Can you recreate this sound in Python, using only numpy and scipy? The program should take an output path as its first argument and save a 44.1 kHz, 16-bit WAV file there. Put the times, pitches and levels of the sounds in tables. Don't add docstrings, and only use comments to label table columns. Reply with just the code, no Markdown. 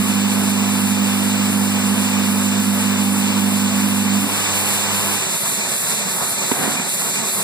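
import sys
import numpy as np
from scipy import signal
from scipy.fft import rfft, irfft, next_fast_len
from scipy.io import wavfile
from scipy.ndimage import uniform_filter1d, map_coordinates

SR = 44100
rng = np.random.default_rng(int(sys.argv[2]) if len(sys.argv) > 2 else 0)


def store_wav(level_fs):
    pcm = np.round(np.clip(np.atleast_2d(level_fs), -1, 1) * 32767)
    wavfile.write(sys.argv[1], SR, pcm.T.astype(np.int16))


N = 327663
T = np.arange(N) / SR
MAINS_HZ = 49.95
STROKE_S, STROKE_START_S = .3867, .2

# mains_multiple, level_db, lean_db (how much louder on the left than the right)
DRONE_TONES = [(2, -30.5, -9), (3, -44.5, -17), (4, -17.5, -6.5), (5, -22, 3.5), (6, -38.5, -16),
               (7, -50, 4), (9, -44, -8), (15, -48.5, -12)]
# pitch_hz, level_db, lean_db
SWAY_TONES = [(212.5, -39.5, -3), (212, -46, -7), (222.5, -37, -7), (308.7, -45.5, 4)]
# pitch_hz, level_db, fade_s (a fade is the time taken to drop 60 dB)
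TRAY_NOTES = [(259.4, -17, 0.48), (284.6, -16, 0.57)]
# pitch_hz, level_db_per_hz
RATTLE_NOISE = [(90, -87), (170, -57.5), (203, -45), (212, -36.5), (226, -46), (240, -55), (280, -53),
                (310, -48.5), (335, -65.5), (600, -99)]
# mains_multiple (rounded when played), level_db, lean_db
HUM_TONES = [(2, -34, -26), (4, -30, -13.5), (6, -35, -32), (8, -37.5, -6), (10, -38.5, -4),
             (11.9, -46, 15), (16, -41.5, -5), (18, -41, 3), (20, -40, -9), (22, -44.5, -5),
             (24, -43.5, -1), (30, -49.5, -3), (34, -44, 0), (36, -56, 3), (52, -48, 10)]
# pitch_hz, level_db, lean_db
WHINE_TONES = [(719, -42.5, 4), (772, -48, -16), (832, -49.5, -4), (866, -43.5, 1), (1009, -42, -1),
               (1118, -45, 0), (1354, -45, 1), (1528, -46, -1), (2860, -58, -7)]
# pitch_hz, level_db_per_hz
WHISTLE_NOISE = [(14700, -110), (14980, -72), (15060, -59), (15107, -57), (15160, -64), (15260, -72),
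                 (15500, -110)]
# pitch_hz, level_db_per_hz
FAN_NOISE = [(60, -81), (150, -62), (350, -68), (450, -57.5), (650, -62.5), (850, -57), (1150, -58),
             (1550, -60), (2100, -62), (2750, -55), (3050, -57), (3400, -60), (4200, -65.5), (5200, -65),
             (9000, -70), (14000, -74)]
# pitch_hz, level_db_per_hz
JET_NOISE = [(5000, -109), (8300, -68), (9400, -61), (10900, -62.5), (12000, -67), (13200, -71.5),
             (14900, -69.5), (15500, -72)]
# pitch_hz, level_db_per_hz
LEAK_NOISE = [(700, -94), (1800, -68.5), (2400, -64.5), (2750, -62.5), (3000, -70), (3300, -63.5),
              (3700, -64), (4100, -62.5), (4800, -68), (5500, -66), (6000, -66), (6700, -61.5),
              (7300, -59.5), (7750, -58), (8250, -59.5), (9000, -66.5), (11000, -70), (14000, -80.5)]
# time_s, gain_db
AIR_PRESSURE = [(0, -0.5), (4.1, 0), (4.6, 2), (5.3, 0.8), (6.3, -1), (6.9, -1), (7.43, 0.2)]
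# pitch_hz, level_db_per_hz
CHURN_NOISE = [(25, -96), (45, -95), (65, -76), (90, -61), (125, -63.5), (185, -53.5), (260, -60),
               (350, -64.5), (500, -59.5), (700, -61.5), (1000, -61), (1500, -64), (2200, -70),
               (5000, -76.5)]
# middle_s, half_width_s, gain_db
CHURN_SURGES = [(.4, 0.042, 5.5), (2.78, 0.029, 3), (5.55, 0.026, -1.5), (6.92, 0.065, -2)]
# start_s, level_db
METAL_BRUSHES = [(.58, -24), (.967, -23), (1.353, -24.5), (1.74, -22), (2.126, -19), (2.513, -27),
                 (2.9, -26), (3.287, -26), (3.673, -25), (4.06, -24), (4.447, -23), (4.833, -26),
                 (5.22, -25), (5.606, -22), (5.993, -25), (6.38, -23.5), (6.766, -19), (7.153, -22)]
# start_s, thud_db, thud_hz, thud_fade_s, slap_gain_db
PACK_HITS = [(6.514, -6, 940, 0.012, 5.5), (6.517, -6, 404, 0.018, 7), (6.517, -13, 262, 0.044, 4),
             (6.595, -18, 165, 0.11, -3), (6.65, -22, 292, 0.09, 3), (6.675, -14.5, 271, 0.08, 5),
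             (6.753, -20, 238, 0.07, 4), (6.797, -17, 245, 0.08, 5)]
# pitch_hz, level_db_per_hz
CHUTE_NOISE = [(60, -88), (140, -57), (260, -47), (345, -59.5), (420, -53.5), (560, -60), (730, -52.5),
               (900, -58), (1050, -56.5), (1350, -60), (2000, -62), (3500, -64), (7000, -94)]
# middle_s, half_width_s, gain_db
RAIL_TOUCHES = [(5.47, 0.01, -4), (6.22, 0.044, -5), (7.02, 0.0061, -5)]
# pitch_hz, level_db_per_hz
RAIL_NOISE = [(300, -96), (700, -56), (1300, -54.5), (1800, -63), (3000, -86)]
# pitch_hz, likeness_0_to_1, left_lead_radians
STEREO_IMAGE = [(101, 0.92, 0.28), (485, 0.69, 1.44), (970, 0.72, -0.03), (1700, 0.9, 0.51),
                (2340, 0.3, -1.9), (2573, 0.98, -2.5), (2730, 0.98, -3), (3364, 1, -3), (3606, 0, -5.5),
                (4700, 1, -6.5), (4830, 0.84, -5.5), (5480, 0.1, -8.5), (6255, 1, -9.5),
                (7390, 0.36, -10.5), (7630, 1, -12), (8650, 0.53, -12), (9120, 0.3, -15), (9800, 0.47, -15),
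                (11000, 0.2, -10.5), (11200, 0.8, -11), (12000, 0.15, -11.5), (14000, .34, -15.5),
                (15100, .6, -13.5)]
# pitch_hz, lean_db
STEREO_LEAN = [(100, -5.5), (450, -3.5), (900, -4.5), (1500, -0.5), (2300, 2), (3200, -0.5), (4100, 2),
               (6200, -0.5), (7900, -4.5), (10500, -2), (12000, 4), (15000, 7)]


def feeder(off_s=4.195, coast_s=0.029, swing_rise_s=0.016):
    drone = sum(tone(round(multiple) * MAINS_HZ, db, lean, flutter_db=0, drift_radians=0.084)
                for multiple, db, lean in DRONE_TONES)
    sway = sum(tone(hz, db, lean, flutter_db=0.5, drift_radians=0.34) for hz, db, lean in SWAY_TONES)
    running = (drone + sway) * run_down(off_s + coast_s, fade_s=0.23)
    goods = pan(lean_db=-6.5) * noise(RATTLE_NOISE) * run_down(off_s, fade_s=0.67)
    t = np.maximum(T - off_s, 0)
    notes = sum(amp(db - 60 * t / fade_s) * np.sin(2 * np.pi * hz * t) for hz, db, fade_s in TRAY_NOTES)
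    swing = notes * (1 - np.exp(-t / swing_rise_s))
    return running + goods + pan(lean_db=0) * swing


def motor(off_s=5.14):
    hum = 0
    for multiple, db, lean in HUM_TONES:
        lag = round(multiple) ** 2 * np.pi / 9
        hum += tone(round(multiple) * MAINS_HZ, db, lean, flutter_db=1.1, drift_radians=.12,
                    lag=lag, left_lead=stereo_lead(multiple * MAINS_HZ))
    whine = sum(tone(hz, db, lean, flutter_db=2.0, drift_radians=0.32, left_lead=stereo_lead(hz))
                for hz, db, lean in WHINE_TONES)
    whistle = pan(lean_db=11) * noise(WHISTLE_NOISE)
    fan = hall_noise(FAN_NOISE, ripple_db=1.2) * amp(0.98 * wobble(7))
    return (hum + whine + whistle) * run_down(off_s, fade_s=0.48) + fan * run_down(off_s, fade_s=1.0)


def air_jet(opens_s=0.054, open_for_s=0.23, rise_s=0.032, fall_s=0.075, seep_db=-22):
    t = (T - STROKE_START_S - opens_s) % STROKE_S
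    opening = 1 - np.exp(-t / rise_s)
    closing = bump(np.maximum(t, open_for_s), open_for_s, fall_s)
    flow = np.hypot(opening * closing, amp(seep_db))
    gain_db = 1.44 + pressure_db()
    return hall_noise(JET_NOISE, ripple_db=-2.5) * flow * amp(gain_db + 1.3 * wobble(38))


def air_leak(sag_db=2.5):
    t = (T - STROKE_START_S) % STROKE_S
    gain_db = 1.5 + pressure_db() - sag_db * bump(t, middle_s=0.2, half_width_s=0.031)
    return hall_noise(LEAK_NOISE, ripple_db=1.2) * amp(gain_db + 0.88 * wobble(22))


def churning_parts(base_db=-0.27, swell_db=1.43, peak_s=0.056):
    strokes = (T - STROKE_START_S - peak_s) / STROKE_S
    stroke_db = base_db + swell_db * np.cos(2 * np.pi * 2 * strokes)
    surge_db = sum(db * bump(T, s, width) for s, width, db in CHURN_SURGES)
    churn = hall_noise(CHURN_NOISE, ripple_db=3.0)
    flicker_db = 0.46 * wobble(12) + 1.26 * wobble(45)
    return churn * amp(stroke_db + surge_db + flicker_db)


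def metal_pings(pitch_hz=2386, fade_s=0.19, rise_s=0.0045, rough_radians=.6):
    t = np.arange(SR // 2) / SR
    shape = amp(-60 * t / fade_s) * (1 - np.exp(-t / rise_s))
    brushes = np.zeros(N)
    for start_s, db in METAL_BRUSHES:
        brushes[round(start_s * SR)] = amp(db)
    loudness = signal.fftconvolve(brushes, shape / shape.max())[:N]
    ring = loudness * np.sin(2 * np.pi * pitch_hz * T + rough_radians * wobble(90))
    return np.array([ring, -ring])


def tumbling_pack(slap_fade_s=0.028, peak_s=6.645, stop_s=6.885, rise_db_per_s=60, fall_db_per_s=45):
    thuds, slaps = np.zeros(N), np.zeros(N)
    t = np.arange(SR // 3) / SR
    contact = 1 - np.exp(-t / .0005)
    for start_s, db, hz, fade_s, slap_db in PACK_HITS:
        start = round(start_s * SR)
        span = slice(start, start + len(t))
        thuds[span] += amp(db - 60 * t / fade_s) * contact * np.sin(2 * np.pi * hz * t)
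        slaps[span] += amp(slap_db - 60 * t / slap_fade_s) * contact
    slide_db = 2 - np.maximum(rise_db_per_s * (peak_s - T), fall_db_per_s * (T - peak_s))
    landed = T > PACK_HITS[0][0]
    slide = landed * amp(slide_db + 0.73 * wobble(140)) * run_down(stop_s, fade_s=0.049)
    scuffs = np.hypot(slide, slaps) * hall_noise(CHUTE_NOISE, ripple_db=1.5)
    low_cut = signal.butter(2, 135, "highpass", fs=SR, output="sos")
    return signal.sosfilt(low_cut, pan(lean_db=-7) * thuds + scuffs)


def rail_scrapes():
    rubbing = sum(amp(db) * bump(T, s, width) for s, width, db in RAIL_TOUCHES)
    return hall_noise(RAIL_NOISE, ripple_db=0.5) * rubbing * amp(1.8 * wobble(120))


def pressure_db():
    return np.interp(T, *np.transpose(AIR_PRESSURE))


def hall_noise(spectrum, ripple_db, ripple_step_hz=22):
    size = next_fast_len(N)
    hz = np.fft.rfftfreq(size, 1 / SR)
    left, unrelated = rfft(rng.standard_normal((2, size))) * np.sqrt(SR / 2)
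    likeness, lead = look_up(STEREO_IMAGE, hz)
    likeness = np.clip(likeness, 0, .998)
    right = (likeness * left + np.sqrt(1 - likeness ** 2) * unrelated) * np.exp(-1j * lead)
    pair = np.array([left, right]) * pan(look_up(STEREO_LEAN, hz)[0])
    steps_hz = np.arange(0, SR / 2, ripple_step_hz)
    ripple = ripple_db * np.interp(hz, steps_hz, rng.standard_normal(len(steps_hz)))
    return irfft(pair * amp(look_up(spectrum, hz)[0] + ripple), size)[:, :N]


def stereo_lead(hz):
    return look_up(STEREO_IMAGE, hz)[1]


def tone(hz, db, lean_db, flutter_db, drift_radians, lag=0, left_lead=0):
    phase = 2 * np.pi * hz * T - lag + drift_radians * wobble(4.95)
    loudness = np.sqrt(2) * amp(db + flutter_db * wobble(9))
    return pan(lean_db) * loudness * np.sin([phase, phase - left_lead])


def noise(spectrum):
    return filtered(rng.standard_normal(N), lambda hz: amp(look_up(spectrum, hz)[0]) * np.sqrt(SR / 2))


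def filtered(x, gain_at):
    size = next_fast_len(N + SR // 4)
    return irfft(rfft(x, size) * gain_at(np.fft.rfftfreq(size, 1 / SR)), size)[..., :N]


def run_down(off_s, fade_s):
    return amp(-60 * np.maximum(T - off_s, 0) / fade_s)


def bump(t, middle_s, half_width_s):
    return np.exp(-.5 * ((t - middle_s) / half_width_s) ** 2)


def wobble(per_second):
    return map_coordinates(rng.standard_normal(int(N * per_second / SR) + 4), [T * per_second])


def pan(lean_db):
    lean_db = np.atleast_1d(lean_db)
    gains = amp(np.array([lean_db, -lean_db]) / 2)
    return gains / np.sqrt(np.mean(gains ** 2, axis=0))


def look_up(table, hz):
    pitches, *columns = np.transpose(table)
    return [np.interp(np.log(hz + 1), np.log(pitches), column) for column in columns]


def amp(db):
    return 10 ** (np.asarray(db) / 20)


def scene():
    return (feeder() + motor() + air_jet() + air_leak() + churning_parts()
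            + metal_pings() + rail_scrapes() + tumbling_pack())


def record(dry, loud_db=-20.0, cut_share=0.56, window_s=0.17, top_hz=15550):
    size = int(window_s * SR) | 1
    recent_power = uniform_filter1d(np.mean(dry ** 2, axis=0), size, origin=size // 2)
    recent_db = 10 * np.log10(np.abs(recent_power) + 1e-12)
    excess_db = np.maximum(recent_db - loud_db, 0)
    return filtered(dry * amp(-cut_share * excess_db), lambda hz: hz < top_hz)


dry = scene()
out = record(dry)
store_wav(out)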